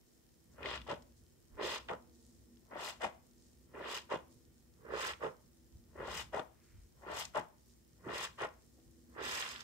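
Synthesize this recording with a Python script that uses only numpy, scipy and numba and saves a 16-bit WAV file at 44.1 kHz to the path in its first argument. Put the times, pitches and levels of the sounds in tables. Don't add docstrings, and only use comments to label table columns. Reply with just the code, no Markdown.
import sys
import numpy as np
from scipy import signal
from scipy.fft import rfft, irfft, next_fast_len
from scipy.io import wavfile
from scipy.ndimage import uniform_filter1d
from numba import njit

SR = 44100
rng = np.random.default_rng(int(sys.argv[2]) if len(sys.argv) > 2 else 0)


def dump_mix(stems):
    frames = np.atleast_2d(stems).T
    limited = np.clip(frames, -1, 1)
    pcm = np.round(limited * 32767).astype(np.int16)
    wavfile.write(sys.argv[1], SR, pcm)


N = 424683
TIME = np.arange(N) / SR


# (start [s], time to full flow [s], time to full pressure [s], time until it eases [s], fade [dB/s],
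#  first trickle against full flow [dB], bursts [dB], air pockets [dB], spray [dB], arm rumble [dB])
SQUEEZES = [ (0.583, 0.075, 0.11, 0.17, 320, -16.5, -43.5, -42, -62.5, -59),
            (1.581, 0.021, 0.067, 0.18, 378, -10, -40, -41, -52.5, -73),
            (2.716, 0.053, .14, 0.18, 320, -7, -44.5, -47, -50, -86),
            (3.746, 0.11, 0.22, 0.23, 415, -8, -43, -42, -51.5, -84),
            (4.851, 0.082, 0.19, 0.26, 646, -22.5, -44, -42.5, -49.5, -64.5),
            (5.958, 0.047, 0.25, 0.25, 450, -17, -44.5, -44.5, -47.5, -58),
            (7.024, 0.064, 0.24, 0.19, 400, -17.5, -41, -44, -41.5, -65),
            (8.042, 0.046, 0.15, 0.21, 451, -18.5, -43.5, -43, -49, -67),
            (9.153, 0.034, 0.12, 0.26, 72, -16, -45.5, -47.5, -47.5, -64.5)]
def squeezes(pockets_last_s=0.067, drain_db_per_s=85.5, spray_climb_db=54):
    burst, pocket, spray = np.zeros((3, N))
    for start, rise_s, tight_s, ease_s, fade, trickle_db, burst_db, pocket_db, spray_db, _ in SQUEEZES:
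        touch = undb(-26) * swell(start, width_s=0.06)
        flow = touch + stroke(start, rise_s, ease_s, trickle_db, fade, swell_s=0.005)
        slack = 1 - np.clip((TIME - start) / tight_s, 0, 1)
        drained_db = np.clip(-drain_db_per_s * (TIME - start - pockets_last_s), -13.5, 0)
        burst += flow * undb(burst_db)
        pocket += flow * undb(pocket_db + drained_db)
        spray += flow ** 0.94 * undb(spray_db - spray_climb_db * slack ** 1.84)
    between = burst * (spray / (burst + 1e-9)) ** 0.57
    finest = spray * (spray / spray.max()) ** 0.22
    gurgle = undb(3) * pocket * bubbles(2400, 370, 660, cycles=5, spread_db=-0.5, lag_cycles=0.099)
    glug = undb(-4.5) * pocket * bubbles(1200, 118, 313, cycles=6.2, spread_db=-4, lag_cycles=0.02)
    squelch = undb(-1) * burst * bubbles(15000, 745, 2350, cycles=4.1, spread_db=2)
    crackle = undb(5) * between * bubbles(24000, 2190, 4800, cycles=13, spread_db=2)
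    hiss = undb(6) * spray * bubbles(36000, 4180, 8550, cycles=6.7, spread_db=4.5)
    mist = undb(4) * finest * bubbles(44000, 8100, 15400, cycles=4.4, spread_db=5.5)
    sputter = undb(2.6 * wander(per_s=110))
    fits = undb(0.5 * wander(per_s=150) - 2)
    return (gurgle + glug + squelch + crackle + (hiss + mist) * sputter) * fits


# (start [s], peeling time [s], time held open [s], wet smack [dB],
#  hollow gulp [dB], tearing films [dB], fizz of the next scoop [dB])
SLURPS = [ (0.869, .044, 0.0026, -42, -37.5, -44.5, -112), (1.884, 0.0055, 0.039, -43, -43.5, -52.5, -77.5),
          (3.006, 0.033, 0.0076, -42.5, -39.5, -34.5, -85), (4.094, 0.026, 0.025, -40.5, -38, -42, -111),
          (5.203, 0.03, 0.033, -47, -43, -48.5, -99), (6.325, 0.012, .054, -42.5, -42.5, -45, -91),
          (7.34, 0.019, 0.025, -36.5, -40.5, -37.5, -101), (8.38, 0.031, 0.032, -43, -43.5, -40, -95)]
def slurps(gulp_lag_s=0.0015, thud_lag_s=0.015):
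    smack, gulp, tear = np.zeros((3, N))
    for start, rise_s, hold_s, smack_db, gulp_db, tear_db, _ in SLURPS:
        ease_s = rise_s + hold_s
        pull = stroke(start, rise_s, ease_s, start_db=-18, fade_db_per_s=513.5, swell_s=0.0029)
        inrush = stroke(start + gulp_lag_s, rise_s, ease_s, start_db=-17.5, fade_db_per_s=478)
        smack += undb(smack_db) * pull
        tear += undb(tear_db) * pull ** 0.82
        gulp += undb(gulp_db) * inrush
    late_gulp = np.roll(gulp, int(thud_lag_s * SR))
    hollow = undb(1) * gulp * bubbles(4500, 438, 836, cycles=7.2, spread_db=4, lag_cycles=0.19)
    thud = undb(-2.5) * late_gulp * bubbles(1800, 112.4, 311, 4.2, spread_db=-0.5, lag_cycles=0.047)
    suck = undb(0.5) * smack * bubbles(8000, 658, 1580, cycles=6.3, spread_db=1.5)
    films = undb(-6.5) * tear * bubbles(14000, 1630, 3330, cycles=4.5, spread_db=2.5)
    spit = undb(-12.5) * tear * bubbles(24000, 3250, 9900, cycles=1.2, spread_db=6.5)
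    flicker = undb(1.5 - 1.43 * wander(per_s=200))
    return (hollow + thud + suck + films + spit) * flicker


# (time [s], level [dB], pitch [Hz])
POCKET_POPS = [(0.67, -22, 604), (1.596, -29, 380), (1.641, -17, 403), (1.913, -27, 460), (1.951, -44, 910),
               (2.72, -32, 600), (3.044, -17, 745), (3.752, -30, 384), (3.822, -39, 460), (4.936, -20, 500),
               (5.249, -22, 470), (5.957, -29, 372), (5.995, -30, 484), (6.082, -21.5, 730),
               (6.356, -18, 660), (6.394, -15, 763), (7.367, -18, 613), (7.381, -21, 890),
               (8.064, -22.5, 340), (8.447, -16, 600), (9.181, -32, 468), (9.217, -26.5, 360)]
def pops():
    return lone_bursts(POCKET_POPS, cycles=17, gain_db=-11, chain_s=0.00542, scatter=0.33)


# (time [s], level [dB], pitch [Hz])
FILM_SNAPS = [(0.2907, -68, 5500), (0.63, -42, 2250), (0.6584, -34.5, 2150), (0.7133, -44, 2970),
              (0.7434, -42.5, 2830), (0.7764, -43, 2833), (0.8164, -48.5, 2960), (1.0231, -54, 7140),
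              (1.761, -41, 3600), (1.886, -39.5, 2660), (1.8941, -38, 2010), (2.5711, -56.5, 4600),
              (3.042, -48, 2020), (5.135, -39, 2940), (6.3949, -36.5, 2900), (7.2314, -43, 4030),
              (7.2529, -27, 6240), (8.2499, -33.5, 2980), (8.2727, -45, 2060), (8.329, -59, 3500),
              (9.4244, -30, 2960), (9.4634, -36, 3200), (9.5602, -37, 3166), (9.6064, -34.5, 5330)]
def snaps():
    clicks = lone_bursts(FILM_SNAPS, cycles=6.1, gain_db=9.5, chain_s=0.003, scatter=0.26)
    return band(clicks, 1450, 13000)


def bubbles(count, lo_hz, hi_hz, cycles, spread_db, lag_cycles=0.041):
    when, pitch, life, strength, sign = rng.random((count, 5)).T
    hz = lo_hz * (hi_hz / lo_hz) ** pitch
    size = undb(-spread_db * np.log(1 - 0.985 * strength)) * np.sign(sign - 0.5)
    lag_s = (0.0001 + lag_cycles / hz) * rng.standard_normal(count)
    stream = ring(when * N / SR, hz, cycles * (0.5 + life), size, lag_s, glide=0.092)
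    stream = band(stream, lo_hz * 0.62, hi_hz * 1.175, order=3)
    nearby_power = uniform_filter1d(np.mean(stream ** 2, axis=0), size=1200)
    return stream / np.sqrt(nearby_power + 0.0098 * np.mean(stream ** 2))


def lone_bursts(table, cycles, gain_db, chain_s, scatter, count=4):
    start, db, hz = np.array(table, float).T[:, :, None]
    wait, detune, lag = rng.standard_normal((len(hz), 3, count)).transpose(1, 0, 2)
    along_chain = np.arange(count) / count
    when = start + chain_s * along_chain * (1 + np.tanh(wait) / 2)
    pitch = hz * np.exp(scatter * np.sqrt(along_chain) * detune)
    size = undb(db + gain_db - 18 * along_chain)
    lives = np.full(size.size, float(cycles))
    return ring(when.ravel(), pitch.ravel(), lives, size.ravel(), 0.00009 * lag.ravel(), glide=0.19)


@njit
def ring(start, hz, cycles, size, lag_s, glide):
    out = np.zeros((2, N))
    for k in range(len(start)):
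        life = cycles[k] / hz[k] * SR
        turn = 2 * np.pi * hz[k] / SR
        spin_and_fade = 1j * turn - 6 / life
        rise = np.exp(2j * turn * glide / life)
        for side in range(2):
            onset = (start[k] + (side - 0.5) * lag_s[k]) * SR
            first = max(int(onset) + 1, 0)
            point = size[k] * np.exp(spin_and_fade * (first - onset))
            step = np.exp(spin_and_fade)
            for i in range(first, min(int(onset + life), N)):
                out[side, i] += point.imag
                point *= step
                step *= rise
    return out


# (start [s], left minus right [dB], delay of the left side [ms],
#  pitch of the hollow [Hz], its boost [dB], pitch of the finger gaps [Hz], their boost [dB])
GRIPS = [(0, 1, -0.066, 576, 2, 3480, 10), (1.3, -0.5, 0.069, 474, 4, 3200, 5.5),
         (2.4, 1, -0.15, 715, 7.5, 1890, 2.5), (3.5, -1.2, 0.015, 445, 2.5, 2900, 5),
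         (4.6, -3, 0.21, 450, 7.5, 1610, 8), (5.7, 1.5, -0.0083, 480, 4.5, 1730, 3),
         (6.8, 1.5, -0.16, 685, 4.5, 4920, -1.5), (7.8, 0, 0.11, 457, 2, 1760, 5.5),
         (8.8, -3.5, 0.23, 450, 4.5, 1720, 7.5)]
def fist(foam, hollow_sharpness=4.9, gap_sharpness=1.26):
    edges = [0] + [int(grip[0] * SR) for grip in GRIPS[1:]] + [N]
    parts = []
    for first, last, grip in zip(edges, edges[1:], GRIPS):
        _, pan_db, lag_ms, hollow_hz, hollow_db, gap_hz, gap_db = grip
        part = foam[:, first:last] + 1e-18
        for hz, db, q in (hollow_hz, hollow_db, hollow_sharpness), (gap_hz, gap_db, gap_sharpness):
            ringing = signal.lfilter(*signal.iirpeak(hz, q, fs=SR), part)
            part = part + (undb(db) - 1) * ringing
        left = np.roll(part[0], round(lag_ms * SR / 1000))
        parts.append([left * undb(pan_db / 2), part[1] * undb(-pan_db / 2)])
    return np.concatenate(parts, axis=1)


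# (pitch [Hz], left [dB], right [dB])
TRAY_COLOUR = [(115, -7, -13.5), (260, -6, -4), (343, 1, 2), (496, -9.5, 1), (605, 3, -6.5),
               (797, -2.5, -5), (1010, 2.5, 4), (1180, 4, 0.5), (1580, -1.5, 0), (2030, -0.5, -2),
               (2593, -2.5, -4.5), (2780, -1.5, -6), (4450, -4.5, -4), (8200, -1.5, -4.5),
               (9300, -8.5, -15), (11100, -4.5, -7.5), (15200, -6.5, -10.5)]
def tray_and_walls(foam):
    near = undb(-5) * echoes(fade_s=0.024, delay_s=0.00042, lo_hz=1080, hi_hz=12000)
    warm_walls = undb(-22.5) * echoes(fade_s=0.33, delay_s=0.0088, lo_hz=440, hi_hz=1380)
    bright_walls = undb(-21.5) * echoes(fade_s=0.45, delay_s=0.011, lo_hz=1500, hi_hz=10500)
    heard = foam + signal.fftconvolve(foam, near + warm_walls + bright_walls, axes=1)[:, :N]
    hz, *sides_db = np.transpose(TRAY_COLOUR)
    return undb(-3.5) * np.array([colour(side, hz, db) for side, db in zip(heard, sides_db)])


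def echoes(fade_s, delay_s, lo_hz, hi_hz):
    t = TIME[:SR // 2]
    fade = np.exp(-np.log(1000) * t / fade_s) * (t > delay_s)
    patter = band(rng.standard_normal((2, len(t))), lo_hz, hi_hz, order=1)
    return unit(patter * fade) / np.sqrt(len(t))


# (middle time [s], length [s], level [dB], pitch [Hz])
ARM_NUDGES = [(0.416, 0.1, -78, 62), (1.216, 0.15, -64, 93), (1.542, 0.11, -56, 62.4),
              (2.415, .12, -66, 87), (4.367, 0.032, -59, 129), (5.764, 0.14, -55, 69.5),
              (6.79, 0.26, -55.5, 73), (6.693, 0.54, -77, 2040), (8.093, 0.2, -54, 165),
              (8.788, 0.046, -65, 436), (8.89, 0.11, -61.5, 100)]
def nudges():
    out, source = np.zeros((2, N)), noise(width=0.34)
    for middle_s, length_s, db, hz in ARM_NUDGES:
        during = np.abs(TIME - middle_s) < length_s / 2
        rub = unit(band(source[:, during], hz * 0.58, hz * 1.23))
        out[:, during] += undb(db) * np.hanning(during.sum()) * rub
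    return out


# (pitch [Hz], level [dB])
RUMBLE_COLOUR = [(25, -37.5), (42, -30), (62, 3.5), (80, -6), (130, -10), (220, -14), (400, -58)]
def arm_rumble(hand_in_s=0.5, push_after_s=0.19):
    idle = undb(-71.5) * np.minimum(TIME / hand_in_s, 1) ** 2
    push = sum(undb(db) * swell(start + push_after_s, width_s=0.22) for start, *_, db in SQUEEZES)
    rumble = unit(colour(noise(width=0.24), *np.transpose(RUMBLE_COLOUR)))
    return undb(2.5) * np.hypot(idle, push) * rumble


def foam_fizz(scoop_after_s=0.38):
    scoop = sum(undb(db) * swell(start + scoop_after_s, width_s=0.12) for start, *_, db in SLURPS)
    waves = undb(2.4 * wander(per_s=28))
    fizz = waves * bubbles(30000, 5800, 8660, cycles=3.2, spread_db=-0.5)
    ticks = undb(-3) * bubbles(220, 4860, 14200, cycles=4.2, spread_db=10)
    return (undb(-77.5) + scoop) * (fizz + ticks)


# (pitch [Hz], width [Hz], level [dB])
HUM_TONES = [(238.8, 14.2, 2.5), (331.6, 1.7, -3), (450, 11, -14), (483, 3.5, -13.5)]
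# (time [s], level [dB])
HUM_AND_HAND_LEVEL = [(0.0, -79.5), (0.5, -75.5), (0.8, -63), (1.35, -80), (1.9, -65.5), (2.9, -73),
                      (4.3, -70), (4.8, -76.5), (6.2, -72.5), (6.8, -79), (8.4, -77), (9.3, -65),
                      (9.63, -71)]
def hum_and_hand():
    level_db = np.interp(TIME, *np.transpose(HUM_AND_HAND_LEVEL)) + 2.5
    return undb(level_db) * band(unit(tones(HUM_TONES)), 140, 600)


# (pitch [Hz], level [dB])
ROOM_COLOUR = [(20, -44.5), (42, -3), (66, -2.5), (96, -12), (132, -5.5), (175, -13), (250, -14),
               (350, -8.5), (580, -20.5), (1000, -26.5), (1900, -28.5), (3700, -32.5), (5500, -35),
               (15500, -29)]
# (pitch [Hz], width [Hz], level [dB])
WHINE_TONES = [(1854, 93, -93.5), (3090, 24, -95.5), (5350, 75, -90)]
def room_air(hush_db=-69):
    hush = unit(colour(noise(width=1), *np.transpose(ROOM_COLOUR)))
    return undb(hush_db) * hush + tones(WHINE_TONES)


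def tones(table):
    source = noise(width=0.35)
    return sum(undb(db) * unit(band(source, hz - width / 2, hz + width / 2, order=1))
               for hz, width, db in table)


def stroke(start_s, rise_s, ease_s, start_db, fade_db_per_s, swell_s=0.0053):
    t = TIME - start_s
    rise_db = start_db * (1 - np.clip(t / rise_s, 0, 1))
    fade_db = fade_db_per_s * np.maximum(t - ease_s, 0)
    lead_in = np.exp(np.clip(t / swell_s, -20, 0))
    return undb(np.maximum(rise_db - fade_db, -200)) * lead_in


def swell(middle_s, width_s):
    return np.exp(-np.minimum(((TIME - middle_s) / width_s) ** 2, 20))


def wander(per_s):
    return np.interp(TIME * per_s, np.arange(8192), rng.standard_normal(8192))


def noise(width):
    mid, side = rng.standard_normal((2, N))
    return np.array([mid + width * side, mid - width * side])


def colour(x, hz, db):
    size = next_fast_len(N)
    pitches = np.maximum(np.fft.rfftfreq(size, 1 / SR), 1)
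    gain = undb(np.interp(np.log(pitches), np.log(hz), db))
    return irfft(rfft(x, size) * gain, size)[..., :N]


def band(x, lo_hz, hi_hz, order=2):
    passband = signal.butter(order, [lo_hz, min(hi_hz, SR / 2.1)], "band", fs=SR, output="sos")
    return signal.sosfilt(passband, x + 1e-18)


def undb(db):
    return 10 ** (np.asarray(db) / 20)


def unit(x):
    return x / np.sqrt(np.mean(x ** 2))


def scene():
    foam = tray_and_walls(fist(pops() + snaps() + squeezes() + slurps()))
    return foam + nudges() + arm_rumble() + foam_fizz() + hum_and_hand() + room_air()


def record(dry, top_hz=15650):
    return signal.sosfilt(signal.ellip(10, 0.2, 70, top_hz, fs=SR, output="sos"), dry)


dry = scene()
out = record(dry)
dump_mix(out)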